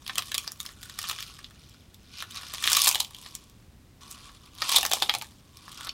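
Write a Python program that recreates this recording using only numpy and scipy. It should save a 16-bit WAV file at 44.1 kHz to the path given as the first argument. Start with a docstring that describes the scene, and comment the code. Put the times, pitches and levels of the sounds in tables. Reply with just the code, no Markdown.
"""Dry peanut shells crack and crunch between two hands, close to one microphone in a small carpeted room.
Each crack is a short run of tiny breaks that rings the shell and the air pocket between the palms.
Between the cracks, loose fragments crackle and rub, louder as the hands squeeze harder.
The crackle and rub are random ticks and noise sent through ringing filters.
A low rumble and a faint hiss, both shaped noise, lie underneath."""
import sys
import numpy as np
from scipy import signal
from scipy.fft import rfft, irfft, next_fast_len
from scipy.io import wavfile

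SR = 44100
rng = np.random.default_rng(int(sys.argv[2]) if len(sys.argv) > 2 else 0)


def to_wav(sig):
    """Store sig (one row per channel, or 1-D mono) as 16-bit WAV at the path in sys.argv[1].

    Samples outside -1..1 are clipped; the rate is SR.
    """
    pcm = np.clip(np.atleast_2d(sig), -1, 1) * 32767
    pcm = np.round(pcm).astype(np.int16)
    wavfile.write(sys.argv[1], SR, pcm.T)  # frames by channels


N = 261513
SIZE = 2048  # samples in one short ring
HZ = np.fft.rfftfreq(SIZE, 1 / SR)

# colour of a ringing piece of shell: (f/Hz, gain/dB)
SHELL_COLOUR = [(900, -82.5), (1950, -13.5), (2350, -3.5), (2700, -5), (3400, 0), (4200, -4), (5200, -3),
                (6300, -9.5), (8000, -28.5), (14000, -71.5)]


def amp(db):
    """Turn decibels into a gain."""
    return 10 ** (np.asarray(db) / 20)


def unit(x):
    """Scale a sound to an rms (average strength) of 1."""
    return x / np.sqrt(np.mean(x ** 2) + 1e-20)


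def along(points, hz):
    """Read a curve of (f/Hz, value) points on a logarithmic frequency axis."""
    f, value = np.transpose(points)
    return np.interp(np.log(hz + 1), np.log(f + 1), value)


def filtered(x, response):
    """Change the strength of each frequency in x by response(hz)."""
    length = next_fast_len(N + SR // 2)  # spare room at the end, so that nothing wraps round
    spectrum = rfft(x, length) * response(np.fft.rfftfreq(length, 1 / SR))
    return irfft(spectrum, length)[:N]


def add(track, s, sound):
    """Mix a sound into the track from time s on."""
    start = max(round(s * SR), 0)
    track[start:start + len(sound)] += sound[:N - start]


def causal(db):
    """Give a body these gains on HZ, ringing only after it is struck (minimum phase)."""
    cepstrum = irfft(np.log(amp(db)))
    # fold the half before the strike onto the half after it
    cepstrum[1:SIZE // 2] *= 2
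    cepstrum[SIZE // 2 + 1:] = 0
    return np.exp(rfft(cepstrum))


def room_tone(level_db):
    """Steady low rumble of the building with a faint hiss: noise in one fixed colour."""
    # colour of the quiet room: (f/Hz, gain/dB)
    quiet_colour = [(15, -27), (25, -8), (60, -.5), (115, -2.5), (160, -7.5), (220, -8), (350, -15),
                    (520, -21.5), (1100, -26.5), (3500, -29.5), (16000, -39)]
    noise = rng.standard_normal(N)
    return amp(level_db) * unit(filtered(noise, lambda hz: amp(along(quiet_colour, hz))))


def reflections(near_db, near_t60, room_db):
    """A fresh echo pattern: hands, sleeves and floor answer quickly, the room builds up more slowly."""
    # time the room takes to fade by 60 dB: (f/Hz, fade time/s)
    room_fade = [(300, 0.42), (1000, 0.16), (3500, 0.15), (8000, 0.11), (15000, 0.24)]
    # the room: noise in which each pitch fades at its own pace
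    hz, t, bands = signal.stft(rng.standard_normal(SR // 4), SR, nperseg=256)
    fade_db = -60 * t / along(room_fade, hz)[:, None]
    room = signal.istft(bands * amp(fade_db), SR, nperseg=256)[1]
    t = np.arange(len(room)) / SR
    room *= 1 - np.exp(-t / 0.0052)
    # the near surfaces: noise from 1.5 ms on
    near = rng.standard_normal(len(t)) * amp(-60 * t / near_t60) * (t > .0015)
    echo = amp(near_db) * near / np.linalg.norm(near)
    echo += amp(room_db) * room / np.linalg.norm(room)
    # skin and cloth absorb the treble above about 6500 Hz
    soft = np.exp(-2 * np.pi * 6500 / SR)
    return signal.lfilter([1 - soft], [1, -soft], echo)


def swell(t, rise_s, hold_s, fall_s):
    """Shape of one squeeze in dB below its top, t seconds after full pressure is reached."""
    swell_db = 20  # gained over the rise, lost over the fall
    before = np.maximum(-t, 0) / rise_s
    after = np.maximum(t - hold_s, 0) / fall_s
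    return -swell_db * (before + after)


def pressure():
    """Levels in dB of shell, hollow and crackle: squeezes add up, the hollow grows more slowly than the shell."""
    # squeezes and shifts of the hands:
    # (full pressure at t/s, level/dB, rise/s, hold/s, fall/s, extra hollow/dB, extra brightness/dB)
    squeezes = [(0.108, -50.5, 0.16, 0.36, 0.13, -1, 1.5), (0.671, -54, 0.2, .01, 0.15, 3.5, 4),
                (0.834, -57, 0.16, 0.023, 0.18, 3.5, 3), (1.069, -39, 0.21, 0.015, 0.36, -0.5, -1.5),
                (1.64, -58, .3, 0.025, 0.43, -4.5, -5), (2.189, -40.5, 0.13, 0.033, 0.03, -6, -7),
                (2.362, -40, .12, 0.012, 0.15, 1, -3.5), (2.54, -43.5, 0.28, 0.011, 0.05, 2, -2.5),
                (2.686, -29.5, .13, 0.21, 0.15, 0.5, 0.5), (3.176, -52.5, .12, 0.11, 0.29, 1.5, 0),
                (4.012, -53.5, 0.012, 0.23, 0.34, 6, -1.5), (4.105, -50, .02, 0.0088, 0.044, 3, 8),
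                (4.458, -57.5, 0.062, 0.02433, 0.073, 5, -3.5), (4.643, -35.5, 0.068, 0.046, .1, 7, -2),
                (4.742, -25, 0.12, 0.018, 0.13, -3, -1), (4.946, -40, 0.067, .02, 0.32, -5, 3),
                (5.105, -47, 0.049, 0.008, 0.16, 3, -1.5), (5.69, -50, 0.23, 0.032, 0.14, 4, -2),
                (5.797, -46, 0.1, 0.053, 0.12, 7.5, -3)]
    rest_db = -79.5  # fragments shifting in the resting hands
    light_db = -50  # a light squeeze
    hollow_at_db, hollow_growth = -57.5, 0.89  # hollow at a light squeeze; its dB per dB of pressure

    def hollow_of(db):
        return hollow_at_db + hollow_growth * (db - light_db)

    t = np.arange(N) / SR
    power = amp([[rest_db], [hollow_of(rest_db)], [rest_db]]) ** 2
    for s, db, rise_s, hold_s, fall_s, hollow_db, bright_db in squeezes:
        level = db + swell(t - s, rise_s, hold_s, fall_s)
        squeeze = [level, hollow_of(level) + hollow_db, level + bright_db]
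        power = power + amp(squeeze) ** 2
    return 10 * np.log10(power)


def piece(colour, pitch_hz, peak_db, octaves):
    """Response of one piece of shell: the colour of the material with a peak set by its size."""
    distance = np.log2((HZ + 1) / pitch_hz) / octaves
    return causal(along(colour, HZ) + peak_db * np.exp(-distance ** 2))


def hollow(pocket_hz, width_hz=160):
    """Response of the air in and around the hands to a sharp blow: a sum of resonances."""
    # fixed resonances around the hands: (f/Hz, width/Hz, level against the pocket/dB)
    fixed_modes = [(300, 250, -25), (780, 280, -15), (1155, 170, -4), (1785, 180, -2.5)]
    power = 0
    for hz, width, db in [(pocket_hz, width_hz, 0), *fixed_modes]:
        detuning = (HZ ** 2 - hz ** 2) / (width * HZ + 1)
        power = power + amp(db) ** 2 / (1 + detuning ** 2) ** 1.09
    return causal(10 * np.log10(power + 1e-12))


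def gliding(force, centre_hz, pole_width_hz):
    """A resonance whose pitch moves while it rings, at rms 1."""
    # shift the moving pitch down to zero, smooth there, then shift it back up
    turn = np.exp(2j * np.pi * np.cumsum(centre_hz) / SR)
    keep = np.exp(-np.pi * pole_width_hz / SR)
    ring = signal.lfilter([1], [1, -2 * keep, keep ** 2], force / turn)
    return unit(np.real(turn * ring))


def ticks(per_second, spread_db):
    """Tiny breaks at random moments, of uneven size, at rms 1."""
    at = np.flatnonzero(rng.random(N) < per_second / SR)
    size_db = spread_db * np.minimum(rng.standard_normal(len(at)), 1.8)  # no giant ticks
    force = np.zeros(N)
    force[at] = rng.choice([-1, 1], len(at)) * amp(size_db)
    return unit(force)


def grinding(pocket_hz, shell_level, hollow_level, snap_level, rub_db, shell_db, pocket_db, around_db, snap_db, count):
    """Crumbs of several sizes break and scrape, each size at its own pitch, over a soft rubbing noise."""
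    # colour of a snapping crumb: (f/Hz, gain/dB)
    crumb_colour = [(2500, -35), (5000, -11), (6800, 0), (9500, -1), (12000, -7), (16000, -17)]

    def struck(force, body):
        return signal.oaconvolve(force, irfft(body))[:N]

    shell, snap, push = np.zeros((3, N))
    for pitch_hz in np.geomspace(2400, 6000, count):
        rub = amp(rub_db) * rng.standard_normal(N)
        force = ticks(per_second=80, spread_db=5.5) + rub
        shell += struck(force, piece(SHELL_COLOUR, pitch_hz, peak_db=12.5, octaves=0.24))
        snap += struck(force, piece(crumb_colour, 2.3 * pitch_hz, peak_db=17, octaves=0.22))
        push += force
    # crumbs inside the palms sound the moving pocket; those at the fingers stir the air around
    air = amp(pocket_db) * gliding(push, pocket_hz, pole_width_hz=320)
    around = hollow(np.median(pocket_hz), width_hz=190)
    air += amp(around_db) * unit(struck(ticks(per_second=500, spread_db=1.0), around))
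    sound = amp(shell_level + shell_db) * unit(shell)
    sound += amp(hollow_level) * air
    sound += amp(snap_level + snap_db) * unit(snap)
    echo = reflections(near_db=-4.5, near_t60=0.056, room_db=-9.5)
    return sound + signal.fftconvolve(sound, echo)[:N]


def splinters(shell_level, snap_level):
    """Small fractures at random moments, as strong and bright as the squeeze allows; rows as in cracks()."""
    per_s, slot_s = 32, .02  # average rate; at most one fracture starts from each slot
    level_db, spread_db = 0.5, 4  # shell ring against the squeeze
    middle_hz, pitch_spread = 3670, .18  # shell pitch; its spread (natural log)
    snap_db, hollow_db, colour_db = -5.5, -9, 8  # both against the ring; spread of both
    slots = np.arange(0, N / SR - .05, slot_s)
    luck = rng.random((len(slots), 2))
    chance = np.clip(rng.standard_normal((len(slots), 4)), -1.7, 1.7)
    rows = []
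    for slot, (when, happens), (size, pitch, snap, air) in zip(slots, luck, chance):
        if happens >= per_s * slot_s:
            continue
        s = slot + when * slot_s
        now = round(s * SR)
        ring = shell_level[now] + level_db + spread_db * size
        shell_hz = middle_hz * np.exp(pitch_spread * pitch)
        brightness = snap_level[now] - shell_level[now]
        rows.append((s, ring, shell_hz, brightness + snap_db + colour_db * snap, hollow_db + colour_db * air))
    return rows


def fracture(lead_s, lead_db, spread_s, follow_db, count):
    """Spectrum of the force: a few fibres give way, the shell breaks, smaller breaks follow as the split runs on."""
    lead_delay = rng.uniform(0, lead_s, count)
    follow_delay = lead_s + rng.exponential(spread_s, count)
    delay = np.concatenate([lead_delay, [lead_s], follow_delay])
    lead = amp(lead_db) * rng.standard_normal(count)
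    follow = amp(follow_db) * rng.standard_normal(count)
    size = np.concatenate([lead, [1], follow])
    return size @ np.exp(-2j * np.pi * delay[:, None] * HZ)


def cracks(rows, pocket_hz, shell_trim_db, hollow_trim_db):
    """Every fracture rings a shell piece of its own size and the air pocket, with a snap on top."""
    # colour of a snapping fibre: (f/Hz, gain/dB)
    snap_colour = [(2500, -38.5), (5000, -4.5), (6800, -1), (9000, -3.5), (12000, -3), (15500, -4.5),
                   (20000, -49)]
    middle_snap_hz, snap_scatter = 8300, 0.14  # pitch of a snapping fibre; its spread (natural log)
    lead_s, attack_s = .005, .004  # time before the main break; stretch over which levels are set
    track = np.zeros(N)
    for s, ring_db, shell_hz, snap_db, hollow_db in rows:
        force = fracture(lead_s, lead_db=-20, spread_s=.0009, follow_db=-6.0, count=7)
        snap_hz = middle_snap_hz * np.exp(snap_scatter * rng.standard_normal())
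        parts = [(piece(SHELL_COLOUR, shell_hz, peak_db=9, octaves=.36), shell_trim_db),
                 (piece(snap_colour, snap_hz, peak_db=5, octaves=.4), snap_db),
                 (hollow(pocket_hz[round(s * SR)]), hollow_db + hollow_trim_db)]
        sound = np.zeros(SIZE)
        for body, db in parts:
            ring = irfft(force * body)
            attack = ring[round(lead_s * SR) - 4:][:round(attack_s * SR)]
            sound += amp(ring_db + db) * ring / np.std(attack)
        echo = reflections(near_db=-4.5, near_t60=0.07, room_db=-9.0)
        add(track, s - lead_s, sound)
        add(track, s - lead_s, signal.fftconvolve(sound, echo))
    return track


def turning(sound, before_db, after_db):
    """The upper ring of the hollow carries well at first, and less once the hands have turned over."""
    # the hands turn over, so that the other one lies on top: (start t/s, end t/s)
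    turn_s = (2.6, 3.0)
    upper_hz, upper_width_hz = 1750, 340
    upper = filtered(sound, lambda hz: np.exp(-((hz - upper_hz) / upper_width_hz) ** 2))
    gain = amp(np.interp(np.arange(N) / SR, turn_s, [before_db, after_db]))
    return sound + (gain - 1) * upper


def scene():
    """The pressure of the hands drives crumbs and splinters; one microphone feeds both channels."""
    # the air pocket drops in pitch as the palms close on it: (t/s, f/Hz)
    pocket_glide = [(.1, 1146), (.6, 1200), (.85, 1480), (1.05, 1200), (2.17, 1450), (2.4, 1240),
                    (2.78, 1160), (2.86, 1060), (2.96, 850), (3.2, 1040), (4.05, 1170), (4.6, 1160),
                    (4.72, 1060), (4.78, 780), (5.03, 780), (5.65, 1160), (5.85, 1350)]
    # the fractures that stand out, levels before the trims below:
    # (t/s, shell ring level/dB, shell pitch f/Hz, snap against the ring/dB, hollow against the ring/dB)
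    main_cracks = [(.0646, -37, 3130, -11, -10), (.078, -34, 3780, -5, -13), (.096, -32, 2980, -22, 1.5),
                   (.1562, -33, 3430, -2.5, -9.5), (.175, -43, 3300, -22, 6), (.181, -32, 4230, 4, -10),
                   (.1826, -22.5, 2960, -3, -7.5), (.1915, -32, 4500, -10, 0.5), (.2226, -35, 3370, -7, -7),
                   (.3182, -31, 3120, -5, -4.5), (.344, -25.5, 4500, -4.5, -11),
                   (.3494, -29, 3820, -2, -7.5), (.3802, -25, 2940, 0, -14),
                   (.4773, -29, 4530, -10.5, -10.5), (.5194, -42.5, 5300, 8.5, -8),
                   (.6025, -32, 3600, -2, -10), (.61, -50, 3800, 11, -6), (.654, -48, 4700, 3, 5),
                   (.6628, -34, 5230, -7.5, -26), (.83, -42, 3930, -2, -5.5), (.897, -41, 4060, -3, -3),
                   (.9891, -32, 4260, 1, -2), (1.0411, -35, 3400, -15, 0), (1.0968, -29, 3700, -3, -4),
                   (1.113, -32.5, 3020, -0.5, -1), (1.1873, -36, 3100, -15, -3),
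                   (1.2264, -35, 3970, -4.5, -10.5), (1.4441, -38, 3300, -17, -16),
                   (1.9443, -50, 3860, -0.5, -20), (2.5377, -35, 3900, -1, -1.5),
                   (2.5467, -34.5, 4970, -7, -5), (2.6402, -22, 3200, -9, -9.5),
                   (2.6691, -31.5, 3750, 1.5, -12), (2.6755, -18, 3230, -12, -3.5),
                   (2.709, -39.5, 3420, 3.5, 1), (2.7176, -25, 4200, 2, -4),
                   (2.7312, -18.5, 5340, 0.5, -13), (2.75, -22.5, 5100, -7, -9), (2.7686, -18, 3700, 1, -4),
                   (2.7921, -25, 4230, -3, -13), (2.8184, -19.5, 5100, 1, -25),
                   (2.844, -27.5, 4300, 5, -22), (2.8596, -21.5, 4360, -4, -17),
                   (2.872, -20.5, 3600, -2, 0), (2.8765, -22.5, 4200, 6.5, -4),
                   (2.9469, -23, 3500, -5.5, -11), (2.9558, -24, 3020, -4.5, -3.5),
                   (3.0019, -27.5, 3180, -1, -21), (3.0042, -21.5, 4000, -2.5, -10.5),
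                   (3.0469, -36, 3740, -7, -18), (3.147, -39.5, 3220, -8, -15),
                   (3.2619, -41, 3820, -19, -2), (3.352, -36, 5780, 3, -16.5),
                   (4.1128, -48.5, 5500, 9.5, -8), (4.6199, -23.5, 4870, -15.5, -1.5),
                   (4.6924, -23, 4000, -3.5, -6), (4.7617, -13.5, 4000, -4.5, -22),
                   (4.7662, -18.5, 3780, -3.5, -10.5), (4.77, -24, 4100, -6, -10),
                   (4.785, -23.5, 3650, -1.5, -1), (4.8302, -25.5, 3180, -2.5, -0.5),
                   (4.8519, -28, 4350, 1.5, 6), (4.8634, -34, 3570, 9.5, 1), (4.915, -26, 3600, -0.5, 2),
                   (4.9225, -22.5, 3240, -11.5, -24), (4.9346, -21, 4360, 0.5, -3),
                   (4.97, -43.5, 4300, 2, 10), (5.0229, -18.5, 3540, -10.5, -2.5),
                   (5.0301, -27, 3700, -6, -14), (5.0953, -16.5, 3400, -22, -3.5),
                   (5.139, -27, 2310, -6.5, -2.5), (5.1501, -26.5, 4000, -4, -3.5),
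                   (5.2139, -35, 2440, -15, -8), (5.2219, -40, 4000, 2.5, 4.5),
                   (5.571, -46.5, 4600, -2.5, -24), (5.6803, -50.5, 3700, -10, 13.5),
                   (5.8084, -42, 3400, -2.5, 6), (5.8708, -36.5, 3630, -14, 0.5),
                   (5.8921, -28, 4270, -18, -34)]
    glide_s, glide_hz = np.transpose(pocket_glide)
    pocket_hz = np.interp(np.arange(N) / SR, glide_s, glide_hz)
    shell_level, hollow_level, snap_level = pressure()
    room = room_tone(level_db=-54.5)
    crumbs = grinding(pocket_hz, shell_level, hollow_level, snap_level,
                      rub_db=-6, shell_db=-2.0, pocket_db=-6.0, around_db=-6.5, snap_db=-6.0, count=7)
    all_cracks = [*main_cracks, *splinters(shell_level, snap_level)]
    breaks = cracks(all_cracks, pocket_hz, shell_trim_db=0.38, hollow_trim_db=-2.0)
    mono = turning(breaks + crumbs, before_db=1.0, after_db=-4.5) + room
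    return np.array([mono, mono])


def record(dry):
    """The tallest peaks are rounded off; the recorder keeps nothing above its band limit."""
    top, band_limit_hz = .9, 16000  # top: the level that peaks approach, full scale = 1
    rounded = dry / (1 + (dry / top) ** 4) ** .25
    return np.array([filtered(channel, lambda hz: hz < band_limit_hz) for channel in rounded])


dry = scene()
out = record(dry)
to_wav(out)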